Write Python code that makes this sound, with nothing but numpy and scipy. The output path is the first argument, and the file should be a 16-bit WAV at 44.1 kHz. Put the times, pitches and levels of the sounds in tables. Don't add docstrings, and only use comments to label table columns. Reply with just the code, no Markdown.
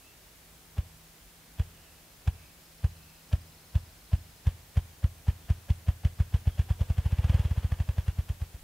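import sys
import numpy as np
from scipy import signal
from scipy.fft import rfft, irfft, next_fast_len
from scipy.io import wavfile
from scipy.ndimage import uniform_filter1d

SR = 44100
rng = np.random.default_rng(int(sys.argv[2]) if len(sys.argv) > 2 else 0)


def int16_out(signal):
    q = np.round(np.clip(np.atleast_2d(signal).T, -1, 1) * 32767)
    wavfile.write(sys.argv[1], SR, q.astype(np.int16))


N = 380583
TIME_S = np.arange(N) / SR
FIRST_BEAT_S, BEAT_COUNT = .7907, 43

# freq_hz, gain_db
AIR_SPECTRUM = [(20, -5), (50, 6.5), (110, -3.5), (200, -5.5), (400, -10.5), (750, -12), (1200, -19),
                (2600, -21), (5000, -29), (15000, -41)]
# freq_hz, gain_db
HISS_SPECTRUM = [(200, -3), (1500, 1.5), (5000, -0.5), (9000, -1.5), (15500, -1.5)]
# time_s, level_db
HUM_LEVELS = [(0.0, -74.5), (0.99, -62), (1.18, -69.5), (1.73, -64), (2.11, -75.5), (2.9, -63),
              (4.4, -69.5)]
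# start_s, length_s, start_hz, end_hz, level_db
WHISTLE_NOTES = [(0, .17, 2600, 2820, -66.5), (1.58, .48, 3200, 2600, -69.5), (2.28, .33, 2560, 2330, -68),
                 (2.86, .42, 2980, 2380, -69), (5.36, .18, 3350, 3300, -70), (6.44, .15, 3320, 3290, -63.5)]
# first_s, period_s, start_hz, end_hz, gain_db
TRILL_CHIRPS = [(1.958, .0635, 4650, 5550, 0), (1.985, .0615, 4580, 3735, -1.5)]
# time_s, level_db
TRILL_LEVELS = [(1.9, -70), (2.6, -63.5), (3.2, -60.5), (4.36, -62.5), (4.5, -72)]
# delay_s, gain_db
TRUNK_ECHOES = [(0.0235, -22), (0.0455, -27), (0.0598, -40), (0.0714, -28.5), (0.0812, -32), (.1202, -34),
                (0.132, -40.5), (0.157, -35)]
# freq_hz, gain_db
CHURN_SPECTRUM = [(220, 2), (340, -3), (520, 0), (750, -5), (1100, -5), (1500, -10.5), (3000, -14),
                  (5000, -47)]
# freq_hz, gain_db
RUSH_SPECTRUM = [(240, 2.5), (320, -15.5), (420, -1.5), (520, -1), (740, -1.5), (1000, -7.5), (1300, -14),
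                 (2000, -45), (5000, -45)]
# freq_hz, gain_db
RASP_SPECTRUM = [(700, -7), (1150, -2), (1400, -5), (1650, 0.5), (2050, -5), (2700, -2.5), (3300, -3),
                 (3800, -11), (7000, -18), (15000, -26.5)]
# freq_hz, gain_db
SNAP_SPECTRUM = [(550, -1), (2000, -6), (3100, 1.0), (4200, -13), (8000, -14.5), (15000, -22)]
# time_s, level_db
LOUD_SNAPS = [(0.7815, -44), (2.8443, -51), (3.3295, -38.5), (4.47, -44), (7.1213, -43), (8.2921, -39)]
# offset_s, spread_s, rush_db, rasp_db
STROKE_PHASES = [(0.014, 0.02, -19, -12.5), (-0.0176, 0.0049, -4.5, -8.5), (-0.0058, 0.0025, 1.5, 2.5),
                 (0.00058, 0.0023, 1.5, -4), (0.0131, 0.0053, -6, -10)]
# offset_s, spread_per_push, gain_db
AIR_SHOVES = [(-.0133, 0.54, -18.5), (-.00235, 0.43, 0.5), (-.0022, .19, -28)]
# time_s, gap_s
BEAT_GAPS = [(.79, .8137), (2.28, .56713), (3.34, .42219), (5.05, .24099), (6.06, .15077), (6.71, .10424),
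             (6.91, .08134), (7.3, .04753), (7.81, .08783), (8.42, .12617)]
# time_s, effort_db
BEAT_EFFORT = [(.79, -17.5), (2.4, -14), (4.3, -12.5), (6.45, -13), (7.03, -16), (7.24, -15.5), (7.34, -12),
               (7.43, -17), (8.15, -16.6), (8.42, -21), (8.55, -28)]


def undb(db):
    return 10 ** (np.asarray(db) / 20)


def unit(x):
    return x / np.sqrt(np.mean(x ** 2))


def bell(t, spread):
    return np.exp(-.5 * (t / spread) ** 2)


def curve(time_s, table):
    return np.interp(time_s, *np.transpose(table))


def colour(x, spectrum):
    hz, db = np.transpose(spectrum)
    size = next_fast_len(N)
    bin_hz = np.maximum(np.fft.rfftfreq(size, 1 / SR), 1)
    gain = undb(np.interp(np.log(bin_hz), np.log(hz), db)) * np.minimum(bin_hz / hz[0], 1) ** 2
    return unit(irfft(rfft(x, size) * gain, size)[..., :N])


def walk(rate_hz):
    hold = max(int(SR / rate_hz), 2)
    steps = np.repeat(rng.standard_normal(N // hold + 1), hold)
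    return 1.3 * uniform_filter1d(uniform_filter1d(steps, hold), hold)[:N]


def stereo_noise(side_db):
    mid, side = rng.standard_normal((2, N))
    return mid + undb(side_db) * side * np.array([[1], [-1]])


def add(track, start_s, sound):
    i = int(round(start_s * SR))
    a, b = max(i, 0), min(i + len(sound), N)
    if b > a:
        track[a:b] += sound[a - i:b - i]


def scatter(x, t60_s, onset_s):
    t = TIME_S[:SR]
    tail = rng.standard_normal(SR) * np.exp(-np.log(1000) * t / t60_s) * (1 - bell(t, onset_s))
    return signal.fftconvolve(x, tail / np.sqrt(np.sum(tail ** 2)))[:N]


def background(air_db=-59.5, hiss_db=-56, hum_hz=161.8, hum_drift=0.0059):
    swell_db = .4 * walk(3)
    air = colour(stereo_noise(side_db=-15.5), AIR_SPECTRUM) * undb(air_db + swell_db)
    hiss = colour(stereo_noise(side_db=-2), HISS_SPECTRUM) * undb(hiss_db)
    phase = 2 * np.pi * np.cumsum(hum_hz * (1 + hum_drift * walk(4.01))) / SR
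    hum = unit(np.sin(phase)) * undb(curve(TIME_S, HUM_LEVELS))
    return air + hiss + hum


def whistles():
    song, warble = np.zeros(N), walk(220)
    for start_s, length_s, start_hz, end_hz, level_db in WHISTLE_NOTES:
        n = int(length_s * SR)
        bend = 1 + .17 * length_s * warble[int(start_s * SR):][:n]
        phase = 2 * np.pi * np.cumsum(np.linspace(start_hz, end_hz, n) * bend) / SR
        add(song, start_s, undb(level_db) * np.sqrt(2 * np.hanning(n)) * np.sin(phase))
    return scatter(song, t60_s=0.15, onset_s=0.0037)


def trill(note_s=0.0223, uneven_db=1, pitch_drift=0.0177, wet_db=-5):
    song, n = np.zeros(N), int(note_s * SR)
    end_s = TRILL_LEVELS[-1][0]
    pitch_ratio = 1 + pitch_drift * walk(25)
    for first_s, period_s, start_hz, end_hz, gain_db in TRILL_CHIRPS:
        phase = 2 * np.pi * np.cumsum(np.linspace(start_hz, end_hz, n)) / SR
        for time_s in np.arange(first_s, end_s, period_s):
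            chirp = np.sin(phase * pitch_ratio[int(time_s * SR)]) * np.hanning(n)
            add(song, time_s - note_s / 2, undb(gain_db + curve(time_s, TRILL_LEVELS)) * chirp)
    song *= undb(uneven_db * walk(11))
    return song + undb(wet_db) * np.array([scatter(song, t60_s=0.47, onset_s=.01) for _ in range(2)])


def woods(thump, swish, low_db=-31, high_db=-13):
    echoes = np.zeros(N)
    for delay_s, gain_db in TRUNK_ECHOES:
        add(echoes, delay_s, undb(gain_db) * thump)
    low = undb(low_db) * scatter(thump, t60_s=0.97, onset_s=0.037)
    high = undb(high_db) * np.array([scatter(swish, t60_s=1.0, onset_s=0.0045) for _ in range(2)])
    return echoes + low + high


def wing_beats(base_push_s=0.0057, hurry_s=0.014, slack_db=-31, full_db=-12):
    times_s = [FIRST_BEAT_S]
    while len(times_s) < BEAT_COUNT:
        times_s.append(times_s[-1] + curve(times_s[-1], BEAT_GAPS))
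    gap_s, effort_db = curve(times_s, BEAT_GAPS), curve(times_s, BEAT_EFFORT)
    push_s = base_push_s * (1 + undb(slack_db - effort_db) ** 2) / (1 + (hurry_s / gap_s) ** 2)
    swish_db = -44.5 + 0.69 * (effort_db - full_db)
    return np.column_stack([times_s, effort_db, push_s, swish_db])


def whirr(beats, rush_db=-50.5, rasp_db=-54.0, steepness=3.05):
    times_s = beats[:, 0]
    midpoints_s = (times_s[1:] + times_s[:-1]) / 2
    rate_hz = np.interp(TIME_S, midpoints_s, 1 / np.diff(times_s), left=0, right=0)
    rush = undb(rush_db) * colour(rng.standard_normal(N), CHURN_SPECTRUM)
    rasp = undb(rasp_db) * colour(rng.standard_normal(N), RASP_SPECTRUM)
    return (rate_hz / rate_hz.max()) ** steepness * (rush + rasp)


def quill_snaps(beats, decay_s=.0019, gain_db=1, tick_db=-4.0, uneven_db=2, lead_s=.0055):
    envelope = np.zeros(N)
    times_s, _, _, swish_db = beats.T
    ticks = zip(times_s - lead_s, swish_db + tick_db + uneven_db * rng.standard_normal(BEAT_COUNT))
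    decay = np.exp(-TIME_S[:SR // 50] / decay_s)
    for time_s, level_db in [*ticks, *LOUD_SNAPS]:
        add(envelope, time_s - decay_s / 2, undb(level_db + gain_db) * decay)
    return envelope * colour(rng.standard_normal(N), SNAP_SPECTRUM)


def feathers(beats, gain_db=-3, uneven_db=2.1, flutter_db=1.3, ticks_per_s=1200, tick_db=-10):
    rush_env, rasp_env = np.zeros((2, N))
    t = TIME_S[:SR // 7] - .06
    jitters_db = uneven_db * rng.standard_normal((BEAT_COUNT, len(STROKE_PHASES)))
    for (time_s, _, _, swish_db), beat_jitters_db in zip(beats, jitters_db):
        for (offset_s, spread_s, rush_db, rasp_db), jitter_db in zip(STROKE_PHASES, beat_jitters_db):
            swell = undb(swish_db + jitter_db) * bell(t - offset_s, spread_s)
            add(rush_env, time_s + t[0], undb(rush_db) * swell)
            add(rasp_env, time_s + t[0], undb(rasp_db) * swell)
    rush = colour(rng.standard_normal(N), RUSH_SPECTRUM)
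    tick_sizes = rng.choice([-1, 1], N) * undb(4.0 * np.minimum(rng.exponential(size=N), 4))
    ticks = unit(tick_sizes * (rng.random(N) < ticks_per_s / SR))
    friction = rng.standard_normal(N) * undb(flutter_db * walk(500))
    rasp = colour(friction + undb(tick_db) * ticks, RASP_SPECTRUM)
    return undb(gain_db) * (rush_env * rush + rasp_env * rasp)


def wing_thumps(beats, leak_hz=65.9, gain_db=8.0, skew=.15, uneven_db=2, uneven_s=0.00039):
    pressure = np.zeros(N)
    t = TIME_S[:SR // 10] - .05
    jitters = rng.standard_normal((BEAT_COUNT, len(AIR_SHOVES), 2))
    jitters[:, 1] = 0
    for (time_s, effort_db, push_s, _), beat_jitters in zip(beats, jitters):
        for (offset_s, spread_per_push, shove_db), (late, hard) in zip(AIR_SHOVES, beat_jitters):
            size = undb(effort_db + shove_db + gain_db + uneven_db * hard)
            progress = (t - offset_s - uneven_s * late) / (spread_per_push * push_s)
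            add(pressure, time_s + t[0], -size * bell(progress, 1 + skew * np.tanh(progress)))
    return signal.sosfilt(signal.butter(3, leak_hz, "high", fs=SR, output="sos"), pressure)


def scene():
    beats = wing_beats()
    thump = wing_thumps(beats)
    swish = feathers(beats) + quill_snaps(beats) + whirr(beats)
    return thump + swish + woods(thump, swish) + trill() + whistles() + background()


def record(dry, low_cut_hz=23, high_cut_hz=15600):
    lean = signal.sosfiltfilt(signal.butter(2, low_cut_hz, "high", fs=SR, output="sos"), dry)
    return signal.sosfilt(signal.ellip(10, .1, 80, high_cut_hz, fs=SR, output="sos"), lean)


dry = scene()
out = record(dry)
int16_out(out)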